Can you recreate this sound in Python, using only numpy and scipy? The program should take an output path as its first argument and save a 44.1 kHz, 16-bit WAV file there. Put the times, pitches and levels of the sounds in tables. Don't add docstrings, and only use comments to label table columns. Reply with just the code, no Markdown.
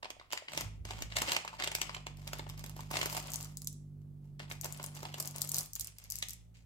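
import sys
import numpy as np
from scipy import signal
from scipy.fft import rfft, irfft, next_fast_len
from scipy.io import wavfile

SR = 44100
rng = np.random.default_rng(int(sys.argv[2]) if len(sys.argv) > 2 else 0)


def output_pcm(signal):
    pcm = np.clip(np.atleast_2d(signal).T, -1, 1) * 32767
    wavfile.write(sys.argv[1], SR, np.round(pcm).astype(np.int16))


N = 293265
TIME = np.arange(N) / SR
LEAD_S = .005

# time in seconds, level in dB, brightness in dB per zone above the crack,
# hollow body in dB.
SNAPS = [(0.0298, -19.5, -4.5, 6), (0.0456, -20, -6, -1), (0.055, -21.5, -9, 6.5), (0.1038, -18.5, 0.5, -1),
         (0.1974, -27, -7.5, -1), (0.3047, -31, -3, 0), (0.3155, -24.5, -3, -5), (0.3243, -15.5, 3.5, -4),
         (0.3317, -11.5, 3, 3.5), (0.3752, -13.5, -3, -15.5), (0.4838, -16.5, -13, -7.5),
         (0.5193, -28, 2, 7), (0.534, -19.5, 1.5, 1.5), (0.5756, -8.5, 2.5, -2), (0.609, -17.5, 7, 4.5),
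         (0.8519, -22, 2, 3.5), (0.9077, -16.5, -1.5, 4), (1.0217, -15, 4, -1.5), (1.122, -18.5, -8, -10.5),
         (1.1673, -7, 3, -5.5), (1.1856, -13, 4, -4), (1.219, -10, 5.5, 5), (1.283, -12.5, -8, -1.5),
         (1.3115, -23, 2, -8.5), (1.3189, -7, 3, -2.5), (1.3324, -16, 5, -1), (1.3484, -13, 0, -4.5),
         (1.365, -4, -1.5, -4.5), (1.3735, -29, 1, 0.5), (1.4497, -23, 1, 8), (1.4782, -16.5, -3, -7),
         (1.5991, -14, -2, -5.5), (1.6228, -10.5, -4, -7.5), (1.6379, -11, -1, -5), (1.6427, -13, 2.5, -6),
         (1.6745, -9.5, 0, -1), (1.7163, -16.5, 3, 1), (1.751, -9, 6, -6.5), (1.8157, -7, 3, -5),
         (1.829, -20.5, 1, 2.5), (1.8947, -18, -6, -2), (1.9471, -15.5, -1, -10), (1.966, -21.5, -5, 2),
         (2.0675, -16.5, -1.5, 3), (2.171, -38.5, 0.5, -8), (2.2758, -20.5, -0.5, -4.5),
         (2.3328, -17.5, -1.5, 1), (2.386, -34.5, 4.5, -7), (2.3939, -19, -6.5, 3.5),
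         (2.4669, -32, -14, 10.5), (2.492, -31.5, 1.5, -6), (2.498, -25, -1, -3.5), (2.577, -32.5, 0.5, -6),
         (2.5932, -32, 2.5, -3), (2.6404, -24, 0, -0.5), (2.6622, -30.5, 2.5, -8.5),
         (2.6954, -31.5, 2.5, 2.5), (2.7652, -39, 5, 14), (2.8065, -29, 1, 0), (2.9134, -26.5, 5, 10),
         (2.9398, -15, -10, 1), (2.9566, -13.5, -8, 0), (2.9691, -9, -4, -6.5), (3.014, -7, -6, -10),
         (3.0296, -15, -3, 4), (3.0583, -15.5, 3, 3), (3.1323, -33, 5.5, 5), (3.1678, -22, 3.5, 7.5),
         (4.0168, -58, 2.5, 5), (4.2548, -61.5, 4, 14), (4.3952, -24, -5.5, -11), (4.401, -21.5, -16, -1),
         (4.5132, -16.5, -15, -4), (4.6452, -30, 1.5, 6), (4.6543, -25.5, -10, 10), (4.7986, -23.5, -10, 5),
         (4.8415, -24, 3, 2.5), (5.0302, -28, 2, 10.5), (5.0529, -20, -6, -0.5), (5.1418, -18, -4.5, -4),
         (5.203, -22.5, 6.5, 4), (5.3554, -31, -5, 4), (6.2259, -10, -1, -1), (6.5545, -38.5, -10, -5)]
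ZONES_HZ = [(230, 1500), (1500, 5000), (5000, 9000), (9000, 16800)]
# frequency in Hz, relative level in dB.
RUMBLE_COLOUR = [(25, -26), (45, -8), (60, -5), (85, -4.5), (120, -2), (170, -6), (230, -9.5), (320, -20.5),
                 (600, -28.5), (1500, -61), (4000, -82.5)]


def from_db(db):
    return 10 ** (np.asarray(db) / 20)


def rms_one(x):
    return x / np.sqrt(np.mean(x ** 2) + 1e-20)


def unit_energy(x):
    return x / np.sqrt(np.sum(x ** 2, axis=(-2, -1), keepdims=True) / 2 + 1e-20)


def in_time(points):
    return np.interp(TIME, *np.transpose(points))


def at_hz(points, hz):
    f, value = np.transpose(points)
    return np.interp(np.log(hz + 1e-9), np.log(f), value)


def band(x, low_hz, high_hz):
    sos = signal.butter(3, [low_hz, min(high_hz, .48 * SR)], "band", fs=SR, output="sos")
    return signal.sosfilt(sos, x + 1e-18)


def balanced(grains, zones, levels_db):
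    return sum(unit_energy(band(grains, *zone)) * from_db(db)[:, None, None]
               for zone, db in zip(zones, levels_db))


def stereo_noise(spectrum, alike, lag_ms, count, size):
    hz = np.fft.rfftfreq(size, 1 / SR)
    common = np.sqrt(alike) * rng.standard_normal((count, 1, size))
    apart = np.sqrt(1 - alike) * rng.standard_normal((count, 2, size))
    delay_s = np.reshape(lag_ms, (-1, 1, 1)) * np.array([[0], [1]]) / 1000
    coloured = rfft(common + apart) * from_db(at_hz(spectrum, hz))
    return irfft(coloured * np.exp(-2j * np.pi * hz * delay_s), size)


def steady_noise(spectrum, alike):
    return rms_one(stereo_noise(spectrum, alike, 0, count=1, size=next_fast_len(N))[0, :, :N])


def stereo_time(size, lag_s):
    return np.maximum(np.arange(size) / SR - np.array([[0], [lag_s]]), 0)


def place(times, grains, pan_db):
    out = np.zeros((2, N))
    for s, grain, pan in zip(times, grains, pan_db):
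        at = max(0, round(s * SR))
        out[:, at:at + grain.shape[-1]] += (grain * from_db([[pan / 2], [-pan / 2]]))[:, :N - at]
    return out


def bumps(rows, cycles, lag_s):
    times, level_db, hz = np.transpose(rows)
    turns = hz[:, None, None] * stereo_time(SR // 4, lag_s)
    grains = 2 * np.sin(2 * np.pi * turns) * (1 - np.exp(-2 * turns)) * np.exp(-turns / cycles)
    return place(times, grains * from_db(level_db)[:, None, None], np.zeros(len(times)))


def room_tone():
    # frequency in Hz, relative level in dB.
    air_colour = [(100, 0), (300, -8.5), (600, -10.5), (1000, -17.5), (2000, -26), (6000, -29.5),
                  (10000, -27.5), (16000, -29)]
    return from_db(-73.5) * steady_noise(air_colour, alike=.3)


def kitchen(x, near_db, near_s, tail_db):
    # frequency in Hz, seconds for the room to fall 60 dB.
    room_t60 = [(300, 0.32), (800, 0.43), (2000, 0.45), (5500, 0.33), (9000, 0.33), (15000, 0.12)]
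    t = np.arange(SR // 2) / SR
    edges_hz = np.geomspace(150, 18000, 10)
    tail = 0
    for low, high in zip(edges_hz, edges_hz[1:]):
        hz = np.sqrt(low * high)
        alike = 1 / (1 + (hz / 600) ** 2)
        common = np.sqrt(alike) * rng.standard_normal(len(t))
        apart = np.sqrt(1 - alike) * rng.standard_normal((2, len(t)))
        tail = tail + band(common + apart, low, high) * from_db(-60 * t / at_hz(room_t60, hz))
    near = tail * np.exp(-t / near_s) * (t > .0008)
    response = from_db(near_db) * unit_energy(near) + from_db(tail_db) * unit_energy(tail * (t > .006))
    return x + signal.fftconvolve(x, response, axes=1)[:, :N]


def drone_gain(swell_db, release_db_per_s):
    # start, full strength and stop in seconds, level in dB.
    drones = [(0.51, 0.584, 0.655, -54), (1.55, 2.5, 5.6, -50)]
    gain = 0
    for start, full, stop, db in drones:
        rise_left = np.maximum((full - TIME) / (full - start), 0)
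        release_db = release_db_per_s * np.maximum(TIME - stop, 0)
        gain = gain + from_db(db - swell_db * rise_left ** 2 - release_db)
    return gain


def motor(wander_rad, shake_rumble_db, drone_rumble_db):
    # time in seconds, turns per second.
    speed = [(0, 43), (0.65, 52), (0.85, 51), (1.3, 55), (1.7, 51.3), (2.2, 48.7), (2.8, 50.3), (3.5, 49.9),
             (4.3, 48.2), (4.8, 49.5), (5.2, 48.3), (5.55, 48.8), (5.8, 52.5), (6.1, 52), (6.65, 58)]
    # time in seconds, level in dB.
    shake_levels = [(0, -72), (.2, -68), (.33, -73), (.47, -78), (.66, -48.5), (.8, -48.5), (1.22, -49),
                    (1.42, -69), (1.65, -56.5), (2.55, -51.5), (4.1, -60.5), (4.7, -59), (5.1, -66),
                    (5.5, -64), (5.72, -60.5), (5.83, -54.5), (5.98, -64), (6.15, -55.5), (6.65, -59.5)]
    # multiple of the speed, relative level in dB.
    shake_orders = [(1, -2), (2, -3), (3, -11.5)]
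    drone_orders = [(2, -11.5), (3, -0.5), (4, -14.5), (5, -17.5), (6, -26.5), (7, -26), (8, -31.5),
                    (9, -35)]
    # rate in Hz, relative level in dB.
    wander_spectrum = [(1, 0), (6, 0), (15, -25), (60, -80)]
    shake = from_db(in_time(shake_levels))
    drone = drone_gain(swell_db=14, release_db_per_s=150)
    angle = 2 * np.pi * np.cumsum(in_time(speed)) / SR
    wander = wander_rad * steady_noise(wander_spectrum, alike=0)
    phases = rng.uniform(0, 2 * np.pi, size=12)
    shaking = sum(from_db(db) * np.sin(k * angle + phases[k] + wander) for k, db in shake_orders)
    droning = sum(from_db(db) * np.cos(k * angle + phases[k]) for k, db in drone_orders)
    rumble_gain = np.hypot(shake * from_db(shake_rumble_db), drone * from_db(drone_rumble_db))
    rumble = rumble_gain * steady_noise(RUMBLE_COLOUR, alike=.5)
    return np.sqrt(2) * (shake * shaking + drone * droning) + rumble


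def low_thumps():
    # start in seconds, level in dB, pitch in Hz.
    thumps = [(0.572, -38, 320), (0.612, -44, 140), (0.655, -36.5, 100), (0.793, -38, 75),
              (1.008, -45.5, 270), (1.04, -46, 62), (1.213, -43, 210), (5.76, -56, 110), (5.81, -45, 58)]
    return bumps(thumps, cycles=2.5, lag_s=.0002)


def bag_flexing(body_gain):
    return body_gain * steady_noise(RUMBLE_COLOUR, alike=.46)


def candy_knocks():
    # start in seconds, level in dB, pitch in Hz.
    knocks = [(0.166, -49, 670), (0.213, -41.5, 1110), (0.422, -43.5, 625), (0.907, -37.5, 670),
              (1.448, -32.5, 904), (1.477, -32.5, 1330), (1.53, -40.5, 920), (1.539, -37, 1010),
              (1.894, -31.5, 1070), (1.945, -40, 1090), (1.964, -38, 1045), (2.332, -30.5, 1370),
              (2.793, -35, 956), (2.97, -33.5, 695), (3.149, -34, 875), (4.797, -39.5, 1166),
              (5.052, -36, 910), (6.226, -21.5, 3470)]
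    return bumps(knocks, cycles=1.51, lag_s=.00022)


def film_zones(s, bright_db, body_db):
    # start in seconds, then body, crack, edge and fizz in dB.
    holds = [(0, -5.5, 0, -3.5, -14), (2.15, -2, 0.5, 1.5, -2.5), (5.68, -18, -5, -1, -10)]
    holds = np.array(holds)
    held_db = holds[np.sum(holds[1:, 0] <= s), 1:]
    return held_db + [body_db, 0, bright_db, 2 * bright_db]


def handling(attack_s, sag_db_per_s, release_db_per_s, settle_db, settle_db_per_s):
    # start and length in seconds, level in dB, brightness in dB per zone above the crack.
    squeezes = [(0.053, .03, -65, -1), (0.201, 0.041, -68, -5), (0.321, 0.046, -59, 3.5),
                (0.499, .04, -56, 1), (0.552, 0.059, -48, 3.5), (0.869, 0.075, -53.5, 1.5),
                (0.93, 0.084, -54, 1.5), (1.105, .04, -57.5, 0.5), (1.163, 0.066, -43, 1.5),
                (1.25, .04, -46.5, 3), (1.286, 0.051, -38.5, 0.5), (1.443, 0.16, -60.5, 0.5),
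                (1.597, .08, -47.5, -6), (1.73, 0.13, -53, 2.5), (1.883, .1, -58, -1),
                (2.074, 0.033, -65, -1), (2.189, .08, -67.5, -0.5), (2.273, 0.16, -58, -2.5),
                (2.468, 0.075, -63, -3), (2.585, 0.12, -61.5, -0.5), (2.764, 0.059, -60.5, -0.5),
                (2.851, .06, -67.5, 0), (2.913, 0.17, -47, 0), (3.097, .04, -53, 4.5),
                (3.149, 0.039, -47, 1), (3.231, 0.093, -53, -3), (3.325, 0.098, -55, 2.5),
                (3.443, 0.063, -65, 1), (3.566, 0.12, -75.5, 4), (4.231, 0.084, -85.5, 0),
                (4.406, 0.026, -57.5, -6), (4.501, 0.028, -59.5, 2), (4.638, 0.043, -53, 0.5),
                (4.713, 0.18, -58.5, -0.5), (4.95, .07, -58, 1), (5.026, 0.13, -59.5, -2.5),
                (5.183, 0.073, -53, 1.5), (5.349, .17, -58, 0), (5.54, 0.067, -55, 5.5),
                (5.76, 0.13, -56, -3), (5.973, 0.083, -59, -1), (6.115, .07, -56.5, 3),
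                (6.23, 0.079, -58, 3), (6.549, .04, -64.5, -2.5)]
    duller_db, fuller_db = -1.5, 2
    t = TIME[::40]
    power = 0
    for start, length, db, bright_db in squeezes:
        held_s = np.maximum(t - start, 0)
        fall_db = sag_db_per_s * held_s + release_db_per_s * np.maximum(held_s - length, 0)
        gain = np.clip(1 + (t - start) / attack_s, 0, 1) * from_db(db - fall_db)
        colour = from_db(film_zones(start, duller_db + bright_db, fuller_db))
        power = power + np.outer(colour, gain) ** 2
    for s, db, bright_db, body_db in SNAPS:
        gain = (t > s) * from_db(db + settle_db - settle_db_per_s * abs(t - s))
        colour = from_db(film_zones(s, duller_db + bright_db, fuller_db + body_db))
        power = power + np.outer(colour, gain) ** 2
    return [np.interp(TIME, t, np.sqrt(zone)) for zone in power]


def buckles(count, decay_s, flutter_db, flutter_s, lead_db):
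    # frequency in Hz, relative level in dB.
    film_colour = [(220, -11.5), (350, 1.5), (490, -13), (620, 4), (820, 0.5), (1150, 0), (1550, -9.5),
                   (2100, 0.5), (3000, -1.5), (3900, -6.5), (5500, -8.5), (7400, -5.5), (9500, -20),
                   (13000, -12), (16000, -25.5)]
    t = np.arange(1536) / SR - LEAD_S
    lag_ms = rng.normal(.22, .053, count)
    noise = stereo_noise(film_colour, alike=.87, lag_ms=lag_ms, count=count, size=len(t))
    lead_in = from_db(lead_db) * (1 + t / LEAD_S)
    flip = np.exp(-abs(t) / decay_s) + from_db(flutter_db) * np.exp(-abs(t) / flutter_s)
    return noise * np.where(t < 0, lead_in, flip)


def rustle(gains, per_s, spread_db):
    creases = buckles(count=40, decay_s=.00064, flutter_db=-12, flutter_s=.007, lead_db=-13)
    at = np.flatnonzero(rng.random(N) < per_s / SR)
    sizes = from_db(spread_db * np.minimum(rng.exponential(1, len(at)), 3))
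    sizes *= rng.choice([-1, 1], len(at))
    grains = creases[rng.integers(0, len(creases), len(at))] * sizes[:, None, None]
    crackle = place(at / SR, grains, pan_db=rng.normal(0, 2.6, len(at)))
    return sum(rms_one(band(crackle, *zone)) * gain for zone, gain in zip(ZONES_HZ, gains))


def snaps(side_db, scatter_db):
    times = np.array(SNAPS)[:, 0]
    bursts = buckles(count=len(times), decay_s=.0017, flutter_db=-16.5, flutter_s=.0047, lead_db=-13)
    levels_db = [db + film_zones(s, bright_db, body_db) for s, db, bright_db, body_db in SNAPS]
    grains = balanced(bursts, ZONES_HZ, np.transpose(levels_db))
    return place(times - LEAD_S, grains, rng.normal(side_db, scatter_db, len(times)))


def candy_clicks(detune, scatter_db, lag_s, upper_db, pile_db_per_s):
    # start in seconds, level in dB, left over right in dB.
    contacts = [(3.227, -30, 15), (3.272, -29.5, 11), (3.3032, -22.5, 3), (3.3193, -19.5, 5),
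                (3.3355, -15, 7), (3.342, -15.5, 0), (3.3586, -14.5, 8), (3.4094, -22.5, 6),
                (3.428, -21, 5), (3.4462, -24, 2), (3.5715, -18.5, 5.5), (3.619, -23.5, -3),
                (3.6458, -24.5, 1.5), (3.6727, -11, 1.5), (3.728, -30, 1.5), (4.5008, -32.5, 6),
                (4.5212, -30, 15), (4.6123, -18.5, 7), (4.645, -16, 3), (4.659, -18.5, 2),
                (4.7247, -19.5, 3.5), (4.7747, -31, 10), (4.829, -21.5, 4), (4.84, -20.5, 3),
                (4.8624, -21, 4), (4.9507, -28.5, 1), (5.2005, -13, 4), (5.2258, -21, 3), (5.2566, -22, 2),
                (5.275, -17, 4), (5.3105, -27, 5), (5.3612, -19.5, 4), (5.383, -21, 1), (5.4102, -23, 2),
                (5.4182, -8.5, 2.5), (5.4477, -20, -1), (5.4749, -24, 1), (5.4907, -19, 4),
                (5.4932, -17, 5), (5.5174, -12, -1), (5.5443, -10, 5), (5.559, -16, -2), (5.567, -13, 0),
                (5.5839, -8, 4), (5.59, -14.5, -1), (5.6083, -17, 0), (5.6313, -25, 1), (5.6596, -28, 3),
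                (5.7333, -21, 2), (5.754, -17, 4.5), (5.76, -22, 1), (5.7966, -14, 6), (5.8093, -16.5, -5),
                (5.813, -19, 6), (5.8459, -22, 1), (5.872, -22, 1), (5.9847, -28.5, 3),
                (6.0403, -31.5, 5.5), (6.1019, -16.5, 4.5), (6.1091, -19.5, 1), (6.1216, -17, 5),
                (6.1563, -20.5, 9), (6.165, -27, -3), (6.187, -20.5, 2), (6.2854, -22, 6), (6.2948, -25, 4),
                (6.307, -21, -7.5), (6.3335, -25, 0)]
    # frequency in Hz, relative level in dB, seconds to fall 60 dB.
    shell_modes = [(3670, -4.5, .003), (5630, -8, 0.0016), (6180, -6.5, 0.0029), (6500, -15.5, 0.0026),
                   (7370, -1.5, 0.0027), (7980, -11.5, 0.0046), (9270, -10, 0.0024), (9470, -4.5, 0.0018),
                   (11070, -1.5, 0.0073), (11450, -3, 0.0031), (12950, 0, 0.0037), (14500, 4.5, 0.0024)]
    times, lower_db, pan_db = np.transpose(contacts)
    count = len(times)
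    top_db = lower_db + upper_db + pile_db_per_s * (times - times[0])
    t = stereo_time(600, lag_s)
    rings = 0
    for hz, db, t60 in shell_modes:
        pitch = hz * (1 + detune * rng.standard_normal((count, 1, 1)))
        strength_db = db + rng.normal(0, scatter_db, (count, 2, 1))
        phase = rng.uniform(0, 2 * np.pi, (count, 1, 1)) + rng.normal(0, .13, (count, 2, 1))
        rings = rings + from_db(strength_db - 60 * t / t60) * np.sin(2 * np.pi * pitch * t + phase)
    shells = balanced(rings, [(4700, 9000), ZONES_HZ[-1]], [lower_db, top_db])
    grazes = buckles(count, decay_s=.00086, flutter_db=-18.5, flutter_s=.0058, lead_db=-11.5)
    grazes = balanced(grazes, [(500, 3000), (5000, 12800)], [lower_db - 31, top_db - 10])
    return place(times, shells, pan_db) + place(times - LEAD_S, grazes, pan_db)


def scene():
    gains = handling(attack_s=.012, sag_db_per_s=17, release_db_per_s=209,
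                     settle_db=-46, settle_db_per_s=291.5)
    film = from_db(.5) * snaps(side_db=.05, scatter_db=1.8) + rustle(gains, per_s=520, spread_db=5)
    flexing = from_db(-9.5) * bag_flexing(gains[0])
    clicks = candy_clicks(detune=.05, scatter_db=5, lag_s=.00015, upper_db=-4, pile_db_per_s=1.5)
    candies = candy_knocks() + from_db(.5) * clicks
    hum = motor(wander_rad=.48, shake_rumble_db=-8, drone_rumble_db=-13)
    low = (hum + flexing + from_db(-4.5) * low_thumps()) * from_db([[-1.2], [1.1]])
    air = room_tone()
    return kitchen(film + candies, near_db=-9, near_s=.0059, tail_db=-11.5) + low + air


def record(dry):
    return signal.sosfilt(signal.ellip(10, .1, 80, 16200, fs=SR, output="sos"), dry)


dry = scene()
out = record(dry)
output_pcm(out)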